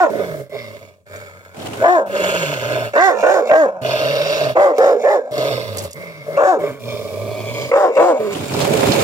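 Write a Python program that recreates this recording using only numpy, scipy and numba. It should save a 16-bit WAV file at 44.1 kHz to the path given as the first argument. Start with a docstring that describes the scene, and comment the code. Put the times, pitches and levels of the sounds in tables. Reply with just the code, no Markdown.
"""A large dog in a wire pen barks and growls in turns, heard by the two microphone ports of a hand-held phone.
Barks are pulse trains with an arched pitch that turn rough; growls are a low hum under ragged throat pulses.
Ringing resonances shape both, and a metal bowl rings along. Noise makes gravel scuffs and short close ticks.
The pen adds a short scattered echo, and a faint steady noise fills the yard."""
import sys
import numpy as np
from scipy import signal
from scipy.fft import rfft, irfft
from scipy.io import wavfile
from scipy.ndimage import uniform_filter1d, map_coordinates
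from numba import njit

SR = 44100
rng = np.random.default_rng(int(sys.argv[2]) if len(sys.argv) > 2 else 0)


def store_pcm(level_fs):
    """Save levels as 16-bit WAV."""
    pcm = np.round(np.clip(level_fs, -1, 1) * 32767).astype(np.int16)
    wavfile.write(sys.argv[1], SR, np.atleast_2d(pcm).T)


N = 398223

# Hoarse resonances above the mouth tones: [f/Hz, width of each pass/Hz, level/dB]
RASP = [(3537, 610, 3.5), (3910, 250, -3.5), (4360, 700, -1), (5260, 810, -4.5), (6550, 1440, -7)]
# The airy top of the voice, same columns: [f/Hz, width of each pass/Hz, level/dB]
AIR = [(6880, 1630, 11.5), (10600, 14000, -3.5), (14900, 2100, 2.5)]


def undb(db):
    """Turns decibels into a plain factor."""
    return 10 ** (np.asarray(db) / 20)


def unit(x):
    """Scales a sound to an average (RMS) level of 1."""
    return x / np.sqrt(np.mean(x ** 2))


def even(x, span_s):
    """Brings the running level to 1, so that a gain applied later sets the loudness."""
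    power = uniform_filter1d(x ** 2, int(span_s * SR))
    return x / np.sqrt(power + 1e-9)


def walk(rate):
    """Random wandering with a spread near 1: values held for 1 / rate seconds, then smoothed twice."""
    hold = int(SR / rate)
    steps = np.repeat(rng.standard_normal(N // hold + 1), hold)
    smooth = uniform_filter1d(uniform_filter1d(steps, hold), hold)
    return unit(smooth)[:N]


def colour(x, table):
    """Makes each frequency louder or softer, following points of (f/Hz, level/dB)."""
    points_hz, points_db = np.transpose(table)
    f = np.arange(N // 2 + 1) * SR / N + 1
    gain_db = np.interp(np.log(f), np.log(points_hz), points_db)
    return irfft(rfft(x) * undb(gain_db), N)


def timeline(calls, levels):
    """Joins the rows of all calls into running columns; the level columns fall silent between calls."""
    t = np.arange(N) / SR
    rows = np.concatenate(calls)
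    rows = rows[np.argsort(rows[:, 0])].T
    on = sum((t >= call[0][0]) & (t < call[-1][0]) for call in calls)
    on = uniform_filter1d(on.astype(float), size=200)  # avoids clicks at the ends
    running = [np.interp(t, rows[0], column) for column in rows[1:]]
    return [undb(column) * on if k in levels else column for k, column in enumerate(running)]


@njit
def svf(x, hz, width, high=False):
    """State-variable filter: a band-pass with a moving centre and gain 1 there, or a moving high-pass."""
    y, band, low = np.empty(len(x)), 0., 0.
    for i in range(len(x)):
        g = np.tan(np.pi * hz[i] / SR)
        damping = np.sqrt(2) if high else width / hz[i]
        v = (band + g * (x[i] - low)) / (1 + g * (g + damping))
        y[i] = x[i] - damping * v - low - g * v if high else damping * v
        band, low = 2 * v - band, low + 2 * g * v
    return y


def steep(x, hz, width):
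    """A resonance passed twice, which makes its sides steeper."""
    return svf(svf(x, hz, width), hz, width)


def ring(x, modes, jaw=1.):
    """Adds up steep resonances of alternating sign; all shift with the jaw and wander slightly together."""
    bend = jaw * (1 + .02 * walk(4))
    total = np.zeros(N)
    for k, (hz, width, db) in enumerate(modes):
        total += (-1) ** k * undb(db) * steep(x, hz * bend, 1. * width)
    return total


def yard():
    """The quiet yard is steady coloured noise, drawn separately for left and right."""
    # Colour of the background noise: [f/Hz, level per Hz/dB]
    yard_colour = [(18, -33.5), (30, -18), (95, 15.5), (4190, -54), (5740, -25.5), (7860, -19.5),
                   (15500, -37)]
    sides = [unit(colour(rng.standard_normal(N), yard_colour)) for _ in range(2)]
    return undb(-60) * np.array(sides)


def pen(x):
    """Ground and walls scatter echoes, unlike at the two ports; their paths change as the phone moves."""
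    t60_s, bass_db, treble_db = .07, -8, 2
    t = np.arange(SR // 4) / SR
    tails = rng.standard_normal((2, 2, len(t))) * 1000. ** (-t / t60_s)
    x = colour(x, [(1200, bass_db), (5000, treble_db)])  # short waves scatter most
    swing = 1.5 * walk(3)  # radians between two sets of paths
    shares = (np.cos(swing), np.sin(swing))
    sides = []
    for pair in tails:
        echoes = [signal.oaconvolve(x * share, tail / np.linalg.norm(tail))[:N]
                  for share, tail in zip(shares, pair)]
        sides.append(sum(echoes))
    return np.array(sides)


def ports(x):
    """Two microphone ports hear each frequency with their own level and phase, shifting as the phone turns."""
    # How much louder the left port is: [f/Hz, left minus right level/dB]
    port_db = [(60, -2.5), (110, -7), (200, -0.5), (380, -14.5), (700, -2.5), (1290, -3.5), (2380, -8.5),
               (4400, -6), (8120, -5), (15000, 0.5)]
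    # How far the wave at the left port is ahead: [f/Hz, lead of the left/radians]
    port_lead = [(0, 0), (600, 0.0), (1890, -3.0), (2670, -0.7), (2930, 1.7), (3700, 3.1), (5000, 1.7),
                 (5340, -0.3), (5680, 0.7), (6630, -2.5), (6890, -1.3), (12100, -5.9), (15300, -15.3),
                 (16300, -16.1)]
    # Extra balance as the phone turns: [t/s, further left minus right level/dB]
    pan_points = [(0, 2), (.8, 1.5), (1.7, 5.5), (2.3, 2.5), (3.6, 3.5), (4.3, 1.5), (5.2, 6), (5.7, 0),
                  (6.3, 7), (7.2, 1), (8, 7), (9, -6)]
    # Extra delay as the phone turns: [t/s, further lag of the left/ms]
    turn_points = [(0, 0), (6, 0), (7.2, -.08), (7.6, -.3), (8.4, -.3), (8.7, .25)]
    f, t = np.arange(N // 2 + 1) * SR / N, np.arange(N) / SR
    points_hz, points_db = np.transpose(port_db)
    difference_db = np.interp(np.log(f + 1), np.log(points_hz), points_db)
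    lead = np.interp(f, *np.transpose(port_lead))
    half = undb(difference_db / 2) * np.exp(.5j * lead)  # each side takes half of the difference
    pan = undb(np.interp(t, *np.transpose(pan_points)) / 2)
    lag_ms = np.interp(t, *np.transpose(turn_points))
    spectrum = rfft(x)
    left = map_coordinates(irfft(spectrum * half, N), [(t - lag_ms / 1000) * SR], order=3)
    right = irfft(spectrum / half, N)
    return np.array([pan * left, right / pan])


def ticks():
    """Short ticks, scrapes and dull knocks, as of grit, wire or a hand on the fence: ringing noise bursts."""
    # Each tick: [start t/s, peak level/dB, centre f/Hz, width of each pass/Hz, time to fall by 60 dB/s]
    tick_table = [(1.159, -34.5, 6910, 2800, 0.05), (1.6, -31, 3300, 1406, 0.036),
                  (1.62, -27, 3220, 884, 0.032), (1.667, -21.5, 3120, 1102, 0.033),
                  (1.732, -26.5, 2760, 800, 0.037), (1.826, -44, 3420, 1200, 0.025),
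                  (5.7705, -15, 7960, 11000, 0.016), (5.782, -17, 6500, 7005, 0.071),
                  (5.819, -26, 9000, 13000, 0.2), (5.837, -25, 8950, 13000, 0.1),
                  (5.909, -26, 9000, 9000, 0.013), (5.914, -28, 6500, 6000, 0.012),
                  (5.931, -21, 8000, 11000, 0.014), (5.9455, -32, 13500, 7000, 0.014),
                  (8.327, -24.5, 7000, 2021, 0.056), (8.348, -20.5, 3100, 900, 0.047),
                  (8.391, -27, 3236, 892.4, 0.044), (8.482, -25, 7085, 1208, 0.0409),
                  (8.5374, -19, 4272, 2789, 0.06), (8.545, -13, 556, 600, 0.063),
                  (8.609, -15, 4330, 3200, 0.13), (8.789, -12, 537, 500, 0.037),
                  (8.83, -7.5, 527, 495.6, 0.094), (8.919, -8, 3870, 2800, 0.08),
                  (8.982, -8, 445, 501, 0.026)]
    rise_s = 0.0012
    out, t = np.zeros(N + 8000), np.arange(8000) / SR
    for start_s, db, hz, width_hz, t60_s in tick_table:
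        noise = rng.standard_normal(len(t))
        burst = steep(noise, np.full(len(t), 1. * hz), 1. * width_hz)
        burst *= 1000. ** (-t / t60_s) * np.minimum(t / rise_s, 1)
        out[int(start_s * SR):][:len(t)] += undb(db) * burst / np.abs(burst).max()
    return out[:N]


def scuff_shape(start, rise, hold, fall, db, rumble_db):
    """One scuff swells, holds and dies away: rows of (t/s, treble level/dB, rumble against it/dB)."""
    t = start + np.cumsum([0, rise, hold, fall])
    level_db = db - 13.5 * np.array([1, 0, 0, 1])  # softer at both ends
    return np.transpose([t, level_db, np.full(4, rumble_db)])


def scuffs():
    """Moving gravel is noise of quickly changing strength, spread wide, over a soft low rumble."""
    # Each scuff: [start t/s, rise/s, hold/s, fall/s, treble level/dB before a shared lift, rumble against it/dB]
    scuff_table = [(1.541, 0.061, 0.16, 0.11, -37.5, 5.5), (5.762, 0.006, 0.086, 0.02, -42, 4),
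                   (8.302, 0.023, 0.12, 0.11, -34, 8.5), (8.503, 0.079, 0.44, 0.029, -26, 4.5)]
    # Colour of the gravel grains: [f/Hz, level per Hz/dB]
    grain_colour = [(240, -51), (400, 6), (496, -1.5), (560, 0), (749, 1), (1710, -13.5), (2320, -10),
                    (5910, -20), (7210, -17.5), (15500, -30)]
    gain, rumble_gain = np.zeros(N), np.zeros(N)
    for row in scuff_table:
        level, rumble_db = timeline([scuff_shape(*row)], [0])
        gain += level
        rumble_gain += level * undb(rumble_db)
    grains = rng.standard_normal((2, N)) * undb(2.2 * walk(250) + walk(40))
    gravel = np.array([unit(colour(side, grain_colour)) for side in grains])
    uneven = rng.standard_normal(N) * undb(2.4 * walk(35))
    rumble = unit(colour(uneven, [(40, -16), (110, 4.0), (350, 2.0), (500, -9.0), (800, -55.0)]))
    return gain * undb(6.0) * gravel + rumble_gain * rumble * [[.7], [1.3]]


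def bowl(dog):
    """A metal bowl rings along with the voice through a narrow resonance."""
    # The bowl's tone: [f/Hz, width/Hz, level/dB]
    bowl_modes = [(750, 12, -1)]
    return sum(undb(db) * svf(dog, np.full(N, 1. * hz), 1. * width) for hz, width, db in bowl_modes)


@njit
def folds(hz, rough, chance, jitter, shimmer, limp):
    """A pulse at each closing of the folds; roughness scatters length and size and weakens every second one."""
    pulses, puff = np.zeros(len(hz) + 1), np.empty(len(hz))
    phase, k = 0., 0
    for i in range(len(hz)):
        step = hz[i] * np.exp(jitter * rough[i] ** 2 * chance[k, 0]) / SR
        scatter = shimmer * rough[i]
        size = np.exp(scatter * (chance[k, 1] - scatter)) * (1 - limp * rough[i] * (k % 2))
        phase += step
        if phase >= 1:
            phase, k = phase - 1, k + 1
            # the pulse falls between two samples, so they share it
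            height = size / np.sqrt(hz[i] / SR)
            pulses[i] += height * phase / step
            pulses[i + 1] += height * (1 - phase / step)
        puff[i] = size * np.exp(-3 * phase)
    return pulses[:-1], puff


def larynx(hz, rough, jitter, shimmer, limp, breathy):
    """The voice source: pulses of the vocal folds plus the noisy puff of air let through each cycle."""
    chance = rng.standard_normal((N // 40, 2))
    pulses, puff = folds(hz, rough, chance, jitter, shimmer, limp)
    breath = unit(puff) * rng.standard_normal(N)
    return pulses + breathy * rough ** 2 * breath, breath


def voice(throat, upper, span_s):
    """Adds higher resonances, given as (source, modes, level against the throat/dB, jaw), to the throat."""
    total = even(throat, span_s)
    for source, modes, db, jaw in upper:
        total = total + undb(db) * even(ring(source, modes, jaw), span_s)
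    return total


def growl_shape(call, colours):
    """One growl as rows of time, pitch and levels, in the order in which growls() unpacks them."""
    t, hz, db, snarl = np.transpose(call)
    hum, octave, mouth, cheek, narrow_hz, broad_hz, *upper, low = colours
    below = db - db.max()
    # the hum follows the throat a little, then fades with it once it has sunk 12.5 dB
    hum = hum + 0.061 * below + 0.96 * np.minimum(below + 12.5, 0)
    opening = 0.57 * snarl  # dB
    return np.transpose([t, hz, hum, hum + octave, db, mouth + opening, cheek + opening,
                         np.full(len(t), narrow_hz), np.full(len(t), broad_hz),
                         *(level + snarl for level in upper), np.full(len(t), low)])


def growls():
    """A wavering chest hum; slack folds slap unevenly above it while the soft palate flutters."""
    # One inner table for each growl: [t/s, hum f/Hz, throat level/dB, snarl against the throat/dB]
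    growl_table = [
        [(0.1, 223.6, -25.5, -4), (0.206, 202.2, -20, -1), (0.296, 171.6, -30, 6.5), (0.41, 139.6, -32.5, -1.5),
         (0.49, 123.8, -54.5, 9)],
        [(0.495, 145.4, -39, -6), (0.512, 150, -41, -2), (0.552, 135.1, -24.5, -7.5), (0.599, 116.8, -39, 9),
         (0.757, 107.9, -39.5, -1), (0.891, 93.16, -47.5, 1.5), (1.05, 84.65, -65.5, -8)],
        [(1.055, 95.8, -64.5, 4), (1.069, 94.9, -51.5, 0.5), (1.145, 93.8, -37.5, -2), (1.27, 93.7, -45, 2),
         (1.33, 93.35, -48, 1), (1.53, 93.2, -50, 1.5), (1.611, 96.2, -38.5, -15), (1.751, 105.1, -41.5, -5),
         (1.83, 112, -18, -12)],
        [(2.06, 201.7, -35, -10), (2.154, 205, -19, -5.5), (2.228, 183.4, -19, 1), (2.312, 179.8, -21, 2),
         (2.476, 155.3, -25.5, 6), (2.604, 121.5, -26.5, 1.5), (2.738, 129.9, -19, -3.5),
         (2.86, 114.4, -25, -1.5), (2.93, 106.5, -45, 3)],
        [(3.815, 130.8, -29, -2), (3.827, 131.3, -22.5, -8), (3.873, 131.7, -18.5, 0), (4.191, 139.1, -20.5, 2),
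         (4.345, 159.5, -21.5, 5), (4.463, 141.1, -17.5, -4), (4.52, 128.7, -24, -4), (4.55, 127.4, -46.5, 6)],
        [(5.31, 127.6, -32, -2), (5.374, 131, -19, 0), (5.496, 139, -19.5, 2), (5.656, 111.3, -30.5, 6),
         (5.858, 91.36, -32.5, 2.5), (5.93, 90.3, -50.5, 14)],
        [(5.935, 103.8, -52, -3), (5.961, 168.3, -37.5, -2.5), (6.023, 176.2, -37.5, 1), (6.2, 140.6, -46, 5),
         (6.255, 145.1, -42.5, 3), (6.29, 151.2, -25.5, -20), (6.37, 162.9, -31.5, -1)],
        [(6.59, 172, -34.5, -2), (6.64, 160.1, -21, -6), (6.72, 134, -34.5, 2.5), (6.795, 125.8, -44.5, 3)],
        [(6.796, 123, -43, 5.5), (6.902, 123.6, -28.5, 5.5), (7.056, 100.6, -32, 3), (7.28, 109.4, -27.5, -2.5),
         (7.498, 110.4, -30.5, 6.5), (7.62, 129.9, -27, 8.5), (7.71, 133.8, -31, 4.5)],
        [(8.17, 235.2, -53, 0), (8.2, 222.4, -21, -21.5), (8.31, 202.5, -33.5, -4), (8.34, 198, -47, 13)],
        [(8.35, 140, -48, 8), (8.41, 138.4, -41, 8), (8.52, 138.9, -36, 8), (8.7, 150.6, -22, -7),
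         (8.86, 156.9, -27, 4.5), (9.03, 161.6, -26.5, 5.5)],
    ]
    # Colour of each growl: [highest hum level/dB, octave against the hum/dB, mouth level/dB, cheek level/dB,
    # narrow snout f/Hz, broad snout f/Hz, narrow snout level/dB, broad snout level/dB, rasp level/dB,
    # air level/dB, low throat level/dB]; from the mouth on, levels are against the throat, before snarl and sway
    growl_colours = [(-35, -17, -16, -14, 2170, 2800, -19.5, -48, -27.5, -42, -4),
                     (-40.5, -8.5, -10.5, -14.5, 2220, 2800, -8, -25, -16, -23, -7.5),
                     (-33, -13, -7.5, -0.5, 2220, 2686, -5, -47, -13.5, -14.5, -6.5),
                     (-35, -11, -11, -6.5, 2171, 2700, -14.5, -14, -15.5, -20, -10),
                     (-34.5, -8, -13, -12, 2118, 2627, -22, -14.5, -14, -23.5, -12.5),
                     (-34.5, -9.5, -13, -17.5, 2150, 2702, -19, -25.5, -16, -22.5, -8),
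                     (-38, -13.5, -7, -10, 2160, 2100, -2.5, -39, -14, -27, -5.5),
                     (-37, -2.5, -7.5, -11.5, 2220, 3100, -13.5, -25.5, -24, -27, -2.5),
                     (-34.5, -10.5, -12.5, -31, 2341, 3057, -14.5, -27, -18.5, -26.5, -5),
                     (-37.5, 13.5, -0.5, -10, 2350, 2540, -4, -10, -9, -9.5, -4),
                     (-31, -31, -18.5, -11.5, 2270, 2399, -17, -14.5, -14, -14, -3.5)]
    # Throat resonances: [f/Hz, width of each pass/Hz, level/dB]
    throat_modes = [(582, 81.5, 1.5), (675, 67, -13)]
    # Deeper throat resonances: [f/Hz, width of each pass/Hz, level/dB]
    low_throat_modes = [(427.8, 76, 0.5), (303.3, 45, -8.5)]
    # The mouth with the jaws nearly closed: [f/Hz, width of each pass/Hz, level/dB]
    shut_modes = [(1053, 394, 3.5), (1241, 66, 4.5)]
    # The cheek resonance: [f/Hz, width of each pass/Hz, level/dB]
    cheek_modes = [(1453, 515, 0)]
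    shapes = [growl_shape(*pair) for pair in zip(growl_table, growl_colours)]
    (hz, hum_gain, octave_gain, gain, mouth_db, cheek_db, narrow_hz, broad_hz,
     narrow_db, broad_db, rasp_db, air_db, low_db) = timeline(shapes, [1, 2, 3])

    turn = 2 * np.pi * np.cumsum(hz * (1 + .035 * walk(40))) / SR
    tones = hum_gain * np.sin(turn) + octave_gain * np.sin(2 * turn)
    hum = np.sqrt(2) * undb(2.8 * walk(25)) * tones
    chest_colour = [(40, -28), (100, -7.0), (250, -10.0), (350, -34.0)]
    chest = np.array([unit(colour(rng.standard_normal(N), chest_colour)) for _ in range(2)])

    source, breath = larynx(hz, np.ones(N), jitter=.18, shimmer=.26, limp=.2, breathy=.9)
    source = source + .8 * rng.standard_normal(N)  # air streaming past the slack folds
    flutter_hz = 43.2 * (1 + .25 * walk(20))
    flutter = 1 + .3 * np.sin(2 * np.pi * np.cumsum(flutter_hz) / SR)
    hiss = breath + .6 * rng.standard_normal(N)

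    def sway():
        """Each set of resonances swells and sinks alone, in dB, as the lips curl."""
        return 0.48 * walk(7)

    upper = [(-flutter * source, low_throat_modes, low_db + sway(), 1.),
             (source, shut_modes, mouth_db + sway(), 1.),
             (source, cheek_modes, cheek_db + sway(), 1.),
             (-hiss, [(narrow_hz, 260, 0)], narrow_db + 1.7 * sway(), 1.),
             (hiss, [(broad_hz, 620, 0)], broad_db + sway(), 1.),
             (-hiss, RASP, rasp_db + sway(), 1.),
             (hiss, AIR, air_db + 1.2 * sway(), 1.)]
    rattle = voice(flutter * ring(source, throat_modes), upper, span_s=0.098)
    return hum + gain * rattle, undb(-2) * hum_gain * chest


def bark_shape(row, even_span, next_s):
    """One bark, cut off by the next, as rows of time, pitch, roughness and levels, as barks() unpacks them."""
    # Steps added at the start, after the attack, at the top, halfway down and at the end
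    # Whole bark: [level/dB]
    bark_steps = [-2.5, 5, 0.5, -1.5, -8]
    # Mouth: [level/dB]
    mouth_steps = [-15, 5, -3, 2.5, -0.5]
    # Lips: [level/dB]
    lips_steps = [-4.5, 2, 3.5, 0, -7]
    # Bite: [level/dB]
    bite_steps = [16, 1, -6, -19, -4]
    # Air: [level/dB]
    air_steps = [5, -4, 5, -0.5, -5.5]
    palate_steps = [-4.5, 2, 4, -4, -3]  # dB
    (start, attack, rise_s, fall_s, tail_s, first_hz, top_hz, last_hz, throat_hz, db, dip, tail_db,
     mouth, bite, air, gasp, lips, lips_hz, palate, palate_hz) = row
    top, end, tail = start + np.cumsum([rise_s, fall_s, tail_s])
    t = np.arange(start, min(tail, next_s), .002)

    # the pitch arches up and down, then sags in the tail
    before = np.clip((top - t) / (top - start), 0, 1)
    after = np.clip((t - top) / (end - top), 0, 1)
    rise = (top_hz - first_hz) * before ** 1.6
    fall = (top_hz - last_hz) * after ** 1.8
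    hz = (top_hz - rise - fall) * np.interp(t, [end, tail], [1, 0.83])

    # the folds run evenly about the top; full roughness returns within fade_s
    from_s, to_s, top_rough = even_span
    fade_s = .035
    edges = top + np.array([from_s - fade_s, from_s, to_s, to_s + fade_s])
    rough = np.interp(t, edges, [1, top_rough, top_rough, 1])

    marks = [start, start + attack, top, (top + end) / 2, end, tail]

    def shape(base, steps, last):
        """Joins the stepped levels and the level at the end of the tail by straight lines, in dB."""
        return np.interp(t, marks, [*(base + np.array(steps)), last])

    level = shape(db, bark_steps, db + tail_db)
    level += np.interp(t, marks[:4], [-250 * attack, 0, dip, 0])  # a slower attack starts softer
    # most of the level goes in the first part of the tail
    ceiling = np.interp(t, [end, end + 0.28 * tail_s], [db, db + 0.75 * tail_db])
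    level = np.minimum(level, ceiling)

    # the throat resonance follows the pitch, then relaxes to 637 Hz in the tail
    rest = np.interp(t, [end, tail], [0, 1])
    throat = (throat_hz - .4 * rise - .8 * fall) * (1 - rest) + 637 * rest
    jaw = (hz / top_hz) ** 0.22
    return np.transpose([t, hz, rough, throat, level, jaw, shape(mouth, mouth_steps, mouth),
                         np.full(len(t), lips_hz), shape(lips, lips_steps, lips - 3),
                         shape(bite, bite_steps, gasp), shape(air, air_steps, gasp - 10),
                         np.full(len(t), palate_hz), shape(palate, palate_steps, palate - 8)])


def barks():
    """Even cycles sing pitch and octave; limping ones put a line halfway between, where the throat rings."""
    # Each bark, before bark_shape() adds its steps: [start t/s, attack/s, rise to the top/s, fall/s, tail/s,
    # first f/Hz, top f/Hz, last f/Hz, throat f at the top/Hz, level/dB, dip at the top/dB, tail level/dB,
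    # mouth level/dB, bite level/dB, air level/dB, gasp level in the tail/dB, lips level/dB, lips f/Hz,
    # palate level/dB, palate f/Hz]; tail against the level, mouth to palate against the throat
    bark_table = [ (-0.085, 0.09, 0.09, 0.071, 0.034, 310, 369.7, 240, 640, -8.5, -5, -20, -10.5, -38, -38.5, -15, -10.5, 1490, -20, 1900),
                  (1.823, 0.023, 0.099, 0.097, 0.071, 270.2, 366.2, 229.4, 641, -9, -4.5, -22, -14.5, -50, -40, -47, -13.5, 1816, -24, 1500),
                  (2.934, 0.039, 0.12, 0.093, 0.076, 199.1, 390.7, 235.6, 615, -12.5, 17, -11, -9, -27, -32.5, -9.5, -7.5, 1590, -11, 1900),
                  (3.226, 0.0069, 0.11, 0.096, 0.069, 292.4, 386.3, 259.3, 591, -10.5, -3, -15.5, -16, -26.5, -36, -6.5, -12.5, 1590, -25.5, 1840),
                  (3.491, 0.021, 0.098, 0.086, 0.14, 268.2, 323.2, 205.8, 622.5, -8.5, -4.5, -25.5, -18, -28, -41, -36, -14, 1660, -23.5, 1949),
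                  (4.553, 0.0087, 0.073, 0.11, 0.052, 340, 389.6, 281.5, 582, -10, 4, -17, -14.5, -32.5, -41, -7.5, -18.5, 1580, -21.5, 1964),
                  (4.783, 0.0091, 0.079, 0.1, 0.078, 297.3, 375.2, 267.3, 551, -8, -3, -19, -34, -40, -40.5, -10.5, -19, 1350, -24.5, 1750),
                  (5.03, 0.031, .095, .065, .12, 264.7, 417.4, 290.6, 581, -10, -3.5, -23.5, -22, -36, -40.5, -28, -24, 1350, -16.5, 1784),
                  (6.366, 0.017, 0.12, 0.092, 0.028, 285.3, 379.8, 209.2, 577, -12, -1.5, -16, -12, -30.5, -39, -34, -14, 1493, -25, 1760),
                  (7.715, 0.0065, 0.079, 0.11, 0.087, 330.2, 395.8, 290.9, 554, -9, -4, -19.5, -17, -22, -40.5, -5, -17, 1250, -31, 1820),
                  (7.962, 0.015, .11, 0.064, 0.049, 273.4, 359.6, 271, 556, -7, -7.5, -12.5, -17, -25, -39.5, -25, -20, 1220, -36, 1730),
                  ]
    # Where each bark runs evenly: [from t against the top/s, to t against the top/s, roughness there/0-1]
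    even_spans = [(-.04, .025, .2), (-.025, .045, .36), (-.06, .03, .32), (-.02, .045, .72),
                  (-.005, .035, .2), (-.04, .1, .76), (-.04, .08, .8), (-.02, .05, .7), (.005, .045, .36),
                  (-.02, .07, .72), (-.04, .06, .62)]
    # Resonances of the open mouth: [f/Hz, width of each pass/Hz, level/dB]
    mouth_modes = [(917, 320, -42), (1082, 198, 22), (1197, 33, 27), (1415, 630, 10.5)]
    # Resonances that give bite: [f/Hz, width of each pass/Hz, level/dB]
    bite_modes = [(2215, 290, 1.5), (2657, 210, -4.5)]
    next_starts = [row[0] for row in bark_table[1:]] + [N / SR]
    calls = [bark_shape(*bark) for bark in zip(bark_table, even_spans, next_starts)]
    (hz, rough, throat_hz, gain, jaw, mouth_db, lips_hz, lips_db, bite_db, air_db,
     palate_hz, palate_db) = timeline(calls, [3])
    source, breath = larynx(hz, rough, jitter=.08, shimmer=.36, limp=.8, breathy=.6)

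    # roughness weakens pitch and octave and brings up the line between them
    pitch_line = undb(-8.0 - 5 * rough ** 2) * steep(source, 0.972 * hz, 89.0)
    octave_line = undb(-17 * rough ** 2) * steep(source, 2 * hz, 216.0)
    throat_line = undb(5.0) * rough * steep(source, throat_hz, 143.5)
    throat = pitch_line + octave_line + throat_line

    hiss = breath + .9 * source
    hoarse = source + (.18 + .25 * rough) * breath
    upper = [(hoarse, mouth_modes, mouth_db, jaw),
             (hoarse, [(lips_hz, 163, 0)], lips_db, jaw),
             (-hoarse, [(palate_hz, 240, 0)], palate_db, jaw),
             (-hiss, bite_modes, bite_db, 1.),
             (hiss, RASP, air_db + 3.0, 1.),
             (hiss, AIR, air_db, 1.)]
    bark = gain * voice(throat, upper, span_s=0.023)
    # two high-passes weaken what lies below the pitch
    edge_hz = .78 * hz
    return svf(svf(bark, edge_hz, 1., True), edge_hz, 1., True)


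def scene():
    """Puts dog, bowl and ticks before the ports and in the pen, then adds chest, gravel and yard."""
    growl, chest = growls()
    dog = barks() + growl
    near, ticking = dog + bowl(dog), ticks()
    direct = ports(near + ticking)
    echo = pen(near + .3 * ticking)  # the ticks are so close that little of them comes back
    # the chest rumble comes off the whole body and the ground, so the ports hear it unlike
    return direct + echo + chest + scuffs() + yard()


def record(dry):
    """The phone rounds the loudest peaks, weakens the deep bass and cuts the top."""
    ceiling, bass_hz, top_hz = .9, 75, 15800
    rounded = dry / (1 + (dry / ceiling) ** 4) ** (1 / 4)
    thin = signal.sosfilt(signal.butter(3, bass_hz, "high", fs=SR, output="sos"), rounded)
    return signal.sosfilt(signal.ellip(10, .2, 80, top_hz, fs=SR, output="sos"), thin)


dry = scene()
out = record(dry)
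store_pcm(out)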